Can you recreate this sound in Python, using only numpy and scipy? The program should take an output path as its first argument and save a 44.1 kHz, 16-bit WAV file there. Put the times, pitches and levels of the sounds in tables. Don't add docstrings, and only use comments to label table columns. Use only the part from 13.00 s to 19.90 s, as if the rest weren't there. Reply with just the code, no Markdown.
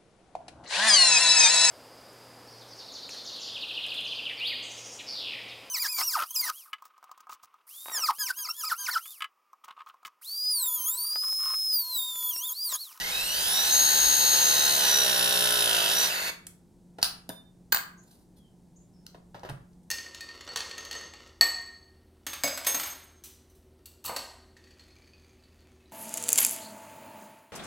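import sys
import numpy as np
from scipy import signal
from scipy.fft import rfft, irfft
from scipy.io import wavfile
from scipy.ndimage import uniform_filter1d

SR = 44100
rng = np.random.default_rng(int(sys.argv[2]) if len(sys.argv) > 2 else 0)


def materialize(psi):
    bounded = np.clip(np.atleast_2d(psi).T, -1, 1)
    quanta = np.round(bounded * 32767).astype(np.int16)
    wavfile.write(sys.argv[1], SR, quanta)


N = 304290
T = np.arange(N) / SR
STOP_S = 3.298
RUN = T[:round(STOP_S * SR) + SR // 4]


def drive(coast_s=0.0059):
    # (t/s, f/Hz)
    shaft_speed = [(0, 31.6), (.08, 36), (.14, 42.32), (.26, 46.1), (.5, 58.5), (.73, 71.88), (.82, 72.34),
                   (1.4, 72.33), (1.558, 70.7), (1.75, 70.1), (1.89, 66.8), (2.02, 64.04), (2.12, 61.44),
                   (2.578, 59.97), (2.8, 53.2), (2.89, 52.97), (2.96, 63.16), (3.025, 67.47), (3.06, 65.23),
                   (3.11, 54.6), (3.17, 49.68), (3.25, 49.54), (3.29, 51.4), (3.33, 37.7)]
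    # (t/s, share of full load)
    pump_load = [(0, 0.09), (1.15, 0.03), (1.42, 0.3), (1.9, 0.63), (2.12, 0.76), (2.78, 0.79),
                 (2.95, 0.49), (3.3, 0.24)]
    hz, load = curve(shaft_speed), curve(pump_load)
    backlash = .002 * load * walk(45) + (0.00091 + 0.005016 * load) * walk(300)
    hunting = .04 * (1 - hz / hz.max()) * (walk(90) + .5 * walk(500))
    turns = np.cumsum(hz * (1 + backlash + hunting)) / SR
    machine = gear_rattle(turns, hz, load) + pump(turns, load) + air_hiss(hz, load)
    machine += gear_squeal(turns, load) + gear_whine(turns, hz, load)
    machine += groan(turns, hz) + free_run(turns, hz)
    coast = np.exp(-np.maximum(RUN - STOP_S, 0) / coast_s)
    return np.pad(machine * coast, (0, N - len(RUN)))


def gear_whine(turns, hz, load, speed_swing=0.031, pulse_sharpness=1.5):
    # (multiple of shaft speed, level/dB)
    mesh_tones = [(89, -12), (90, 0), (91, -9.5), (120, -22), (179, -13), (180, -12), (181, -13.5)]
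    second_tones = [(12, -8), (21, -3), (22, -4.5), (24, -11.5), (48, -8), (53, -9), (54, -1.5), (56, -4),
                    (57, 0), (59, -.5), (60, 4), (62, -8), (63, -8)]
    motor_tones = [(59, -2), (60, 2), (61, -2), (96, -5), (120, -5), (180, -6), (240, -9)]
    # (t/s, half length/s, gain/dB)
    mesh_swells = [(.15, .03, 2.5), (.43, .07, 1.5), (.64, 0.049, -6.5), (1.95, .07, 3)]
    second_swells = [(.57, .06, 4), (1.7, .05, 3), (1.98, .06, 4.5), (2.84, 0.077, 6), (3.03, 0.055, -6)]
    motor_swells = [(.28, .06, 3), (.52, .05, 4)]
    # (f/Hz, width/Hz, level/dB)
    shell = [(2080, 440, 7.5), (2600, 260, -8.5), (3835, 89, 4.5), (4060, 350, -4), (4650, 170, -0.5),
             (5946, 260, 8.5), (6470, 84, 12), (8370, 450, 6.5), (10500, 1000, 10.5), (12900, 500, 9)]
    swung = turns + speed_swing * load * np.sin(2 * np.pi * (turns - .2)) / (2 * np.pi)
    mesh = tones(swung, mesh_tones, flutter_db=0.16) * effort(hz, load, -34.3, octave_db=11, load_db=-2)
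    second = tones(swung, second_tones, flutter_db=2.5) * effort(hz, load, -35, octave_db=24, load_db=-1)
    motor = tones(swung, motor_tones, flutter_db=4.5)
    motor *= effort(hz, load, -46, octave_db=-4.5, load_db=-4.5)
    whine = mesh * swells(mesh_swells) + second * swells(second_swells) + motor * swells(motor_swells)
    whine *= release(-26.5)
    pulse = unit(np.exp(pulse_sharpness * load * np.cos(2 * np.pi * (turns - .3))))
    whine *= pulse / np.sqrt(uniform_filter1d(pulse ** 2, SR // 15))
    return whine + sum(undb(db) * signal.lfilter(*signal.iirpeak(f, f / width, SR), whine)
                       for f, width, db in shell)


def gear_rattle(turns, hz, load):
    # (f/Hz, level/dB)
    gearcase = [(200, -23), (420, -7), (620, -7), (850, -2.5), (1150, -2), (1600, 0.5), (2200, -3.5),
                (2900, -2), (3900, 3.5), (4500, 1), (5200, -0.5), (6800, -7), (7600, -10.5), (10000, -14),
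                (15000, -15)]
    # (t/s, half length/s, gain/dB)
    grinds = [(1.87, 0.069, 3), (2.873, 0.11, 2), (3.05, 0.035, 5)]
    teeth = each_turn(turns) + undb(1.5) * rng.standard_normal(len(RUN))
    teeth *= 1 + 0.35 * load * stroke(turns, start=0, length=0.16)
    gain = effort(hz, load, -28, octave_db=8.5, load_db=0.99) * swells(grinds) * release(-9)
    return colour(teeth, gearcase) * gain * undb(0.97 * walk(30))


def pump(turns, load):
    # (f/Hz, level/dB)
    block_colour = [(50, -30), (120, -6), (190, -5.5), (290, -13), (400, 1.5), (490, -3.5), (580, 5.5),
                    (680, 2), (850, -8.5), (1200, -1.5), (1460, 8), (1750, -8.5), (2000, -12.5),
                    (4000, -33.5)]
    piston_colour = [(300, -13.5), (900, -14), (2200, -3), (2900, 4), (3750, 2.5), (4400, -15), (5300, -16),
                     (5700, -8), (6200, -10), (9000, -19.5)]
    piston_noise = rng.standard_normal(len(RUN))
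    push = np.exp(-((turns % 1 - .8) / .004) ** 2)
    thump = colour(push - push.mean(), block_colour) * load * undb(-33) * release(-2)
    blows = (each_turn(turns) + undb(-11) * piston_noise) * stroke(turns, start=0, length=0.13)
    clatter = colour(blows * undb(0.9 * walk(60)), piston_colour) * load ** 2 * undb(-26.7)
    return thump + clatter


def air_hiss(hz, load):
    # (f/Hz, level/dB)
    air_colour = [(3000, -16.5), (7000, -6), (8300, -2), (9500, -3), (11000, -0.5), (13300, 1), (14900, -2),
                  (15700, -19.5)]
    air_noise = colour(rng.standard_normal(len(RUN)), air_colour)
    return air_noise * effort(hz, load, -28, octave_db=11, load_db=-.8) * release(-5)


def gear_squeal(turns, load):
    # (f/Hz, level/dB)
    squeal_colour = [(8000, -34), (10300, -8.5), (10900, 1), (11500, -15), (14000, -34)]
    pulses = rng.standard_normal(len(RUN)) * stroke(turns, start=0.032, length=0.19)
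    return colour(pulses, squeal_colour) * load ** 2 * undb(-30.5 + 0.86 * walk(50))


def groan(turns, hz):
    # (multiple of shaft speed, level/dB)
    strain_tones = [(50, 0), (55, -8), (65, -4)]
    # (t/s, half length/s, level/dB)
    strains = [(2.79, .05, -35), (2.87, .04, -34), (3.12, .022, -35)]
    uneven = turns + np.cumsum(hz * .012 * walk(250)) / SR
    return tones(uneven, strain_tones, flutter_db=2.5) * humps(strains, RUN)


def free_run(turns, hz, wobble=.017):
    # (multiple of shaft speed, level/dB)
    free_tones = [(31, -8), (42, -6), (45, -3), (54, -5), (73, -7), (87, -3), (90, 2.5), (132, -8)]
    # (f/Hz, level/dB)
    loose_gears = [(400, -15.5), (650, -2.5), (1050, -2), (1550, 1), (1850, 1.5), (2200, 3), (2650, 0.5),
                   (3050, -17), (3600, 0.5), (3950, -4), (4400, -2), (4900, -5), (5700, -15.5), (6600, -3),
                   (7400, -14), (15000, -21)]
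    loose = turns + np.cumsum(hz * wobble * (walk(110) + walk(700))) / SR
    whine = tones(loose, free_tones, flutter_db=1.0) * undb(-37)
    rattle = colour(rng.standard_normal(len(RUN)), loose_gears) * undb(-34 + 1.5 * walk(90))
    return (whine + rattle) * (1 - release(-31.5))


def jaws(bloom_s=0.066):
    # (t/s, level/dB, contact/s; clacks also zing level/dB)
    snaps = [(4.0286, 0, 0.0009), (4.031, -9, .003), (4.0443, -10.5, 0.0014), (4.0525, -16, .002),
             (4.057, -19, .004)]
    taps = [(4.292, -22.5, 0.0022)]
    clacks = [(4.7228, -2.5, 0.002, -6), (4.7252, -2.5, 0.002, 1), (4.728, -6, .0015, -12),
              (4.7462, -4, 0.003, -3), (4.7615, -9, 0.0025, -18), (4.7715, -10.5, 0.0015, -20)]
    # (f/Hz, level/dB)
    snap_colour = [(150, -14.5), (500, -24.5), (700, -9), (1100, -12), (1500, -3), (2200, -15),
                   (3600, -3.5), (4600, 0.5), (5400, 0), (7000, -15.5), (10000, -5.5), (13500, -21),
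                   (14900, -5.5), (16000, -27.5)]
    tap_colour = [(100, -22), (260, 8.5), (400, -2), (600, -1), (1200, -13.5), (2400, -23), (4000, -10.5),
                  (7000, -18.5), (9500, -20), (12000, -7.5), (16000, -24.5)]
    clack_colour = [(150, -28), (450, -14.5), (750, -0.5), (1100, 3.5), (1550, 6), (2100, -3.5), (3300, -5),
                    (4400, 5), (5400, -8.5), (8000, -3), (11500, -12.5), (14300, -15.5), (14820, -1.5),
                    (15300, -9.5), (15800, -26.5)]
    # (f/Hz, level/dB, t60/s)
    snap_modes = [(1437, -8.5, 0.133), (3898, -11.5, 0.041), (4540, -7, .08), (4600, -7, .06),
                  (5354, -4.5, 0.05), (8220, -11, .2), (14820, 2, 0.17)]
    tap_modes = [(5012, -13, .25), (7257, -12, .16), (9200, -3, .2), (9615, 0, .25), (10570, -6, .15),
                 (12090, -6, .24)]
    pipe_modes = [(3600, 0, .35), (3610, -5, .35)]
    clack_modes = [(1043, -7, 0.25), (1545, 1, 0.06), (2510, 1, 0.04), (4400, 8, 0.052), (4270, -12, .22),
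                   (4350, -9, .25), (4495, -10, 0.26), (4600, -12, .22)]
    zing_modes = [(14840, 1.5, .028), (14720, -20.5, .2)]
    snap = struck(snaps, snap_colour, snap_modes, crack_db=9, ring_db=-2)
    tap = struck(taps, tap_colour, tap_modes, crack_db=14, ring_db=4)
    bloom = 1 - np.exp(-T[:SR // 2] / bloom_s)
    ping = undb(15) * through(impulses(taps), ring(pipe_modes) * bloom)
    clack = struck(clacks, clack_colour, clack_modes, crack_db=6, ring_db=-4)
    zing_pushes = impulses([(s, zing_db) for s, *_, zing_db in clacks])
    zing = undb(5) * through(zing_pushes, ring(zing_modes))
    return snap + tap + ping + clack + zing


def handling():
    # (t/s, level/dB, contact/s)
    ticks = [(2.889, -7, .002), (3.468, -14, 0.0034), (3.985, -34, 0.0068), (4.292, -24, 0.0022),
             (6.496, -25.5, 0.0023), (6.833, -46, 0.0065)]
    clicks = [(4.016, -17, .011), (6.0658, -19.5, .0012), (6.395, -35, .0015), (6.732, -49, .002)]
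    bumps = [(3.985, -24, 0.011), (4.2985, -22.5, 0.0066), (6.146, -33.5, 0.011), (6.345, -26, 0.022),
             (6.433, -26, 0.01), (6.449, -23.5, 0.022), (6.49, -21.5, 0.0054), (6.497, -21, 0.008)]
    # (f/Hz, level/dB)
    tick_colour = [(300, -21), (1500, -9), (3000, -8), (4500, -5), (6500, -7), (9000, 5.5), (15000, -10.5)]
    click_colour = [(500, -20), (1500, -6), (2100, -16), (2800, -10), (3600, -11.5), (4400, 0.5),
                    (5400, -1), (6500, -11.5), (9000, -17.5), (13000, -14), (15500, -21.5)]
    bump_colour = [(35, -17), (100, -1), (250, -8.5), (450, -1.5), (750, 0), (1100, -7), (1600, -10),
                   (2500, -18.5), (4500, -20), (8000, -34), (15000, -34)]
    # (t/s, level/dB)
    thuds = [(6.499, -21.5), (6.526, -22)]
    # (f/Hz, level/dB, t60/s)
    click_modes = [(4130, 0, .45), (4600, -5, 0.43), (5340, 0, .1)]
    frame_modes = [(111, -1, 0.14), (131.2, 13, 0.42), (208, -13, .15), (282, -16, .12)]
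    tick = undb(1.5) * through(contacts(ticks), body(tick_colour))
    click = struck(clicks, click_colour, click_modes, crack_db=2, ring_db=-17)
    bump = undb(11.5) * through(contacts(bumps), body(bump_colour))
    thud = undb(16) * through(impulses(thuds), ring(frame_modes))
    return tick + click + bump + thud


def rustle():
    # (t/s, half length/s, level/dB)
    slides = [(5.122, 0.089, -66), (5.381, 0.016, -66)]
    # (f/Hz, level/dB)
    grip = [(1000, 2), (2500, -12), (4200, 2.5), (7000, -7.5), (10000, 2), (14500, -3.5), (16000, -12.5)]
    return colour(rng.standard_normal(N), grip) * humps(slides, T) * undb(2.8 * walk(120, size=N))


def birds():
    # (t/s, length/s, start f/Hz, end f/Hz, level/dB, rasp as a share of pitch)
    chirps = [(4.972, 0.035, 6500, 6700, -57, 0.05), (5.025, .02, 7000, 7100, -62, .04),
              (5.35, 0.15, 3550, 2950, -70, 0.012), (5.757, 0.024, 6400, 7000, -57, .05),
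              (5.808, .018, 6800, 7300, -62, .03), (5.916, 0.12, 5380, 5330, -70, 0.02)]
    track, jitter = np.zeros(N), walk(900)
    for s, length, start_hz, end_hz, db, rasp in chirps:
        n = int(length * SR)
        hz = np.linspace(start_hz, end_hz, n) * (1 + rasp * jitter[:n])
        add(track, s, undb(db) * signal.windows.tukey(n) * np.sin(2 * np.pi * np.cumsum(hz) / SR))
    return track


def room(x, first_s=0.0032, apart_hz=500):
    # (f/Hz, t60/s)
    room_t60 = [(150, 0.48), (600, 0.4), (1500, 0.44), (4500, 0.3), (9000, 0.31), (15000, 0.26)]
    hz, t, (mid, side) = signal.stft(rng.standard_normal((2, SR)), SR, nperseg=256)
    side = side * np.minimum(hz / apart_hz, 1)[:, None]
    decay = np.exp(-np.log(1000) * t / at(room_t60, hz)[:, None])
    tail = signal.istft(np.array([mid + side, mid - side]) * decay, SR)[1][:, :SR]
    tail *= np.clip(T[:SR] / first_s - 1, 0, 1)
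    return np.array([through(x, h / np.linalg.norm(h)) for h in tail])


def background(rumble_db=-59.5, side_db=-12):
    # (f/Hz, level/dB)
    garage = [(25, -23), (49, -10), (90, -14.5), (180, -8.5), (330, -17), (600, -27), (860, -27.5),
              (1200, -40), (2700, -46.5), (4200, -44), (9000, -42.5), (12000, -49), (16000, -55)]
    # (f/Hz, level/dB)
    hum_tones = [(118, -74.5), (177, -60.5), (349, -74.5)]
    mid, side = (colour(rng.standard_normal(N), garage) for _ in range(2))
    rumble = undb(rumble_db) * (mid + undb(side_db) * side * np.array([[1], [-1]]))
    hum = np.zeros(N)
    for hz, db in hum_tones:
        peak = np.sqrt(2) * undb(db + 1.5 * walk(6.8, size=N))
        hum += peak * np.sin(2 * np.pi * hz * T + 0.42 * walk(5, size=N))
    draught = colour(rng.standard_normal(N), [(20, -5), (45, 0), (90, -6), (200, -22.5), (900, -46)])
    easing = np.interp(T, [0, 1.1, 1.6, 3.3], [1.3, 1.2, 0.38, 0.2])
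    return rumble + hum + draught * easing * undb(-58 + 2.9 * walk(9.9, size=N))


def microphone(x, size=2048):
    # (f/Hz, left lead/rad)
    port_phase = [(0, 0), (500, .4), (850, -.1), (1190, -3.1), (2250, -9.4), (3400, -15.7), (4000, -20),
                  (5400, -20.3), (6300, -19.9), (6600, -20.1), (7200, -19.2), (7700, -22), (10200, -34.5),
                  (15350, -59.7)]
    # (f/Hz, left minus right/dB)
    port_balance = [(60, -2), (110, -1.0), (200, -3), (380, -0.5), (700, 2), (1290, 0.5), (2380, -1.5),
                    (3450, -5.5), (4000, -0.5), (5000, -1.5), (5850, -7), (6500, 5), (7400, 0),
                    (15000, 0.0)]
    hz = np.fft.rfftfreq(size, 1 / SR)
    left = np.exp(.5j * np.interp(hz, *np.transpose(port_phase))) * undb(at(port_balance, hz) / 2)
    responses = [np.fft.fftshift(irfft(port)) for port in (left, 1 / left)]
    return np.array([signal.oaconvolve(x, h)[size // 2:size // 2 + N] for h in responses])


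def tones(turns, orders, flutter_db):
    return unit(sum(undb(db + flutter_db * walk(25)) * np.sin(2 * np.pi * (k * turns + rng.random()))
                    for k, db in orders))


def each_turn(turns, harmonics=220, size=8192):
    profile = irfft(np.r_[0, np.exp(2j * np.pi * rng.random(harmonics))], size)
    return unit(profile[(turns * size).astype(int) % size])


def stroke(turns, start, length):
    since = (turns - start) % 1
    return unit((1 - np.exp(-since / 0.037)) * np.exp(-since / length))


def effort(hz, load, db, octave_db, load_db):
    return undb(db + octave_db * np.log2(hz / hz.max()) + load_db * load)


def release(db, done_s=3.03, length_s=0.073):
    return undb(db * np.clip((RUN - done_s) / length_s, 0, 1))


def swells(table):
    return undb(sum(db * np.exp(-((RUN - s) / length) ** 2) for s, length, db in table))


def humps(table, t):
    return sum(undb(db) * np.exp(-((t - s) / length) ** 2) for s, length, db in table)


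def struck(blows, spectrum, modes, crack_db, ring_db):
    crack = through(contacts(blows), body(spectrum))
    return undb(crack_db) * crack + undb(ring_db) * through(impulses(blows), ring(modes))


def contacts(blows):
    track, t = np.zeros(N), T[:SR // 10]
    for s, db, length, *_ in blows:
        burst = rng.standard_normal(len(t)) * np.exp(-t / length)
        add(track, s, undb(db) * burst / np.linalg.norm(burst))
    return track


def impulses(blows):
    track = np.zeros(N)
    for s, db, *_ in blows:
        add(track, s, undb([db]))
    return track


def ring(modes):
    t = T[:SR // 2]
    h = sum(undb(db) * np.sin(2 * np.pi * hz * t) * np.exp(-np.log(1000) * t / t60)
            for hz, db, t60 in modes)
    return h / np.linalg.norm(h)


def body(points, size=4096):
    cepstrum = irfft(np.log(undb(at(points, np.fft.rfftfreq(size, 1 / SR)))))
    cepstrum[1:size // 2] *= 2
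    cepstrum[size // 2 + 1:] = 0
    h = irfft(np.exp(rfft(cepstrum)))
    return h / np.linalg.norm(h)


def colour(x, points):
    return unit(through(x, body(points)))


def through(x, h):
    return signal.oaconvolve(x, h)[:len(x)]


def walk(rate, size=len(RUN)):
    hold = max(int(SR / rate), 1)
    held = np.repeat(rng.standard_normal(size // hold + 1), hold)
    return unit(uniform_filter1d(held, hold)[:size])


def curve(points):
    return np.interp(RUN, *np.transpose(points))


def at(points, hz):
    f, value = np.transpose(points)
    return np.interp(np.log(hz + 1), np.log(f), value)


def add(track, s, x):
    i = int(s * SR)
    track[i:i + len(x)] += x[:N - i]


def undb(db):
    return 10 ** (np.asarray(db) / 20)


def unit(x):
    return x / np.sqrt(np.mean(x ** 2))


def scene():
    motor, clacks, knocks, chirps = drive(), jaws(), handling() + rustle(), birds()
    echo = room(undb(-7.5) * motor + undb(-6.5) * clacks + undb(-6) * knocks + undb(-3) * chirps)
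    return microphone(motor + clacks + knocks) + echo + undb(-3.5) * chirps + background()


def record(dry, ceiling=.55, top_hz=16000):
    rounded = ceiling * np.tanh(dry / ceiling)
    return signal.sosfilt(signal.ellip(8, .2, 70, top_hz, fs=SR, output="sos"), rounded)


dry = scene()
out = record(dry)
materialize(out)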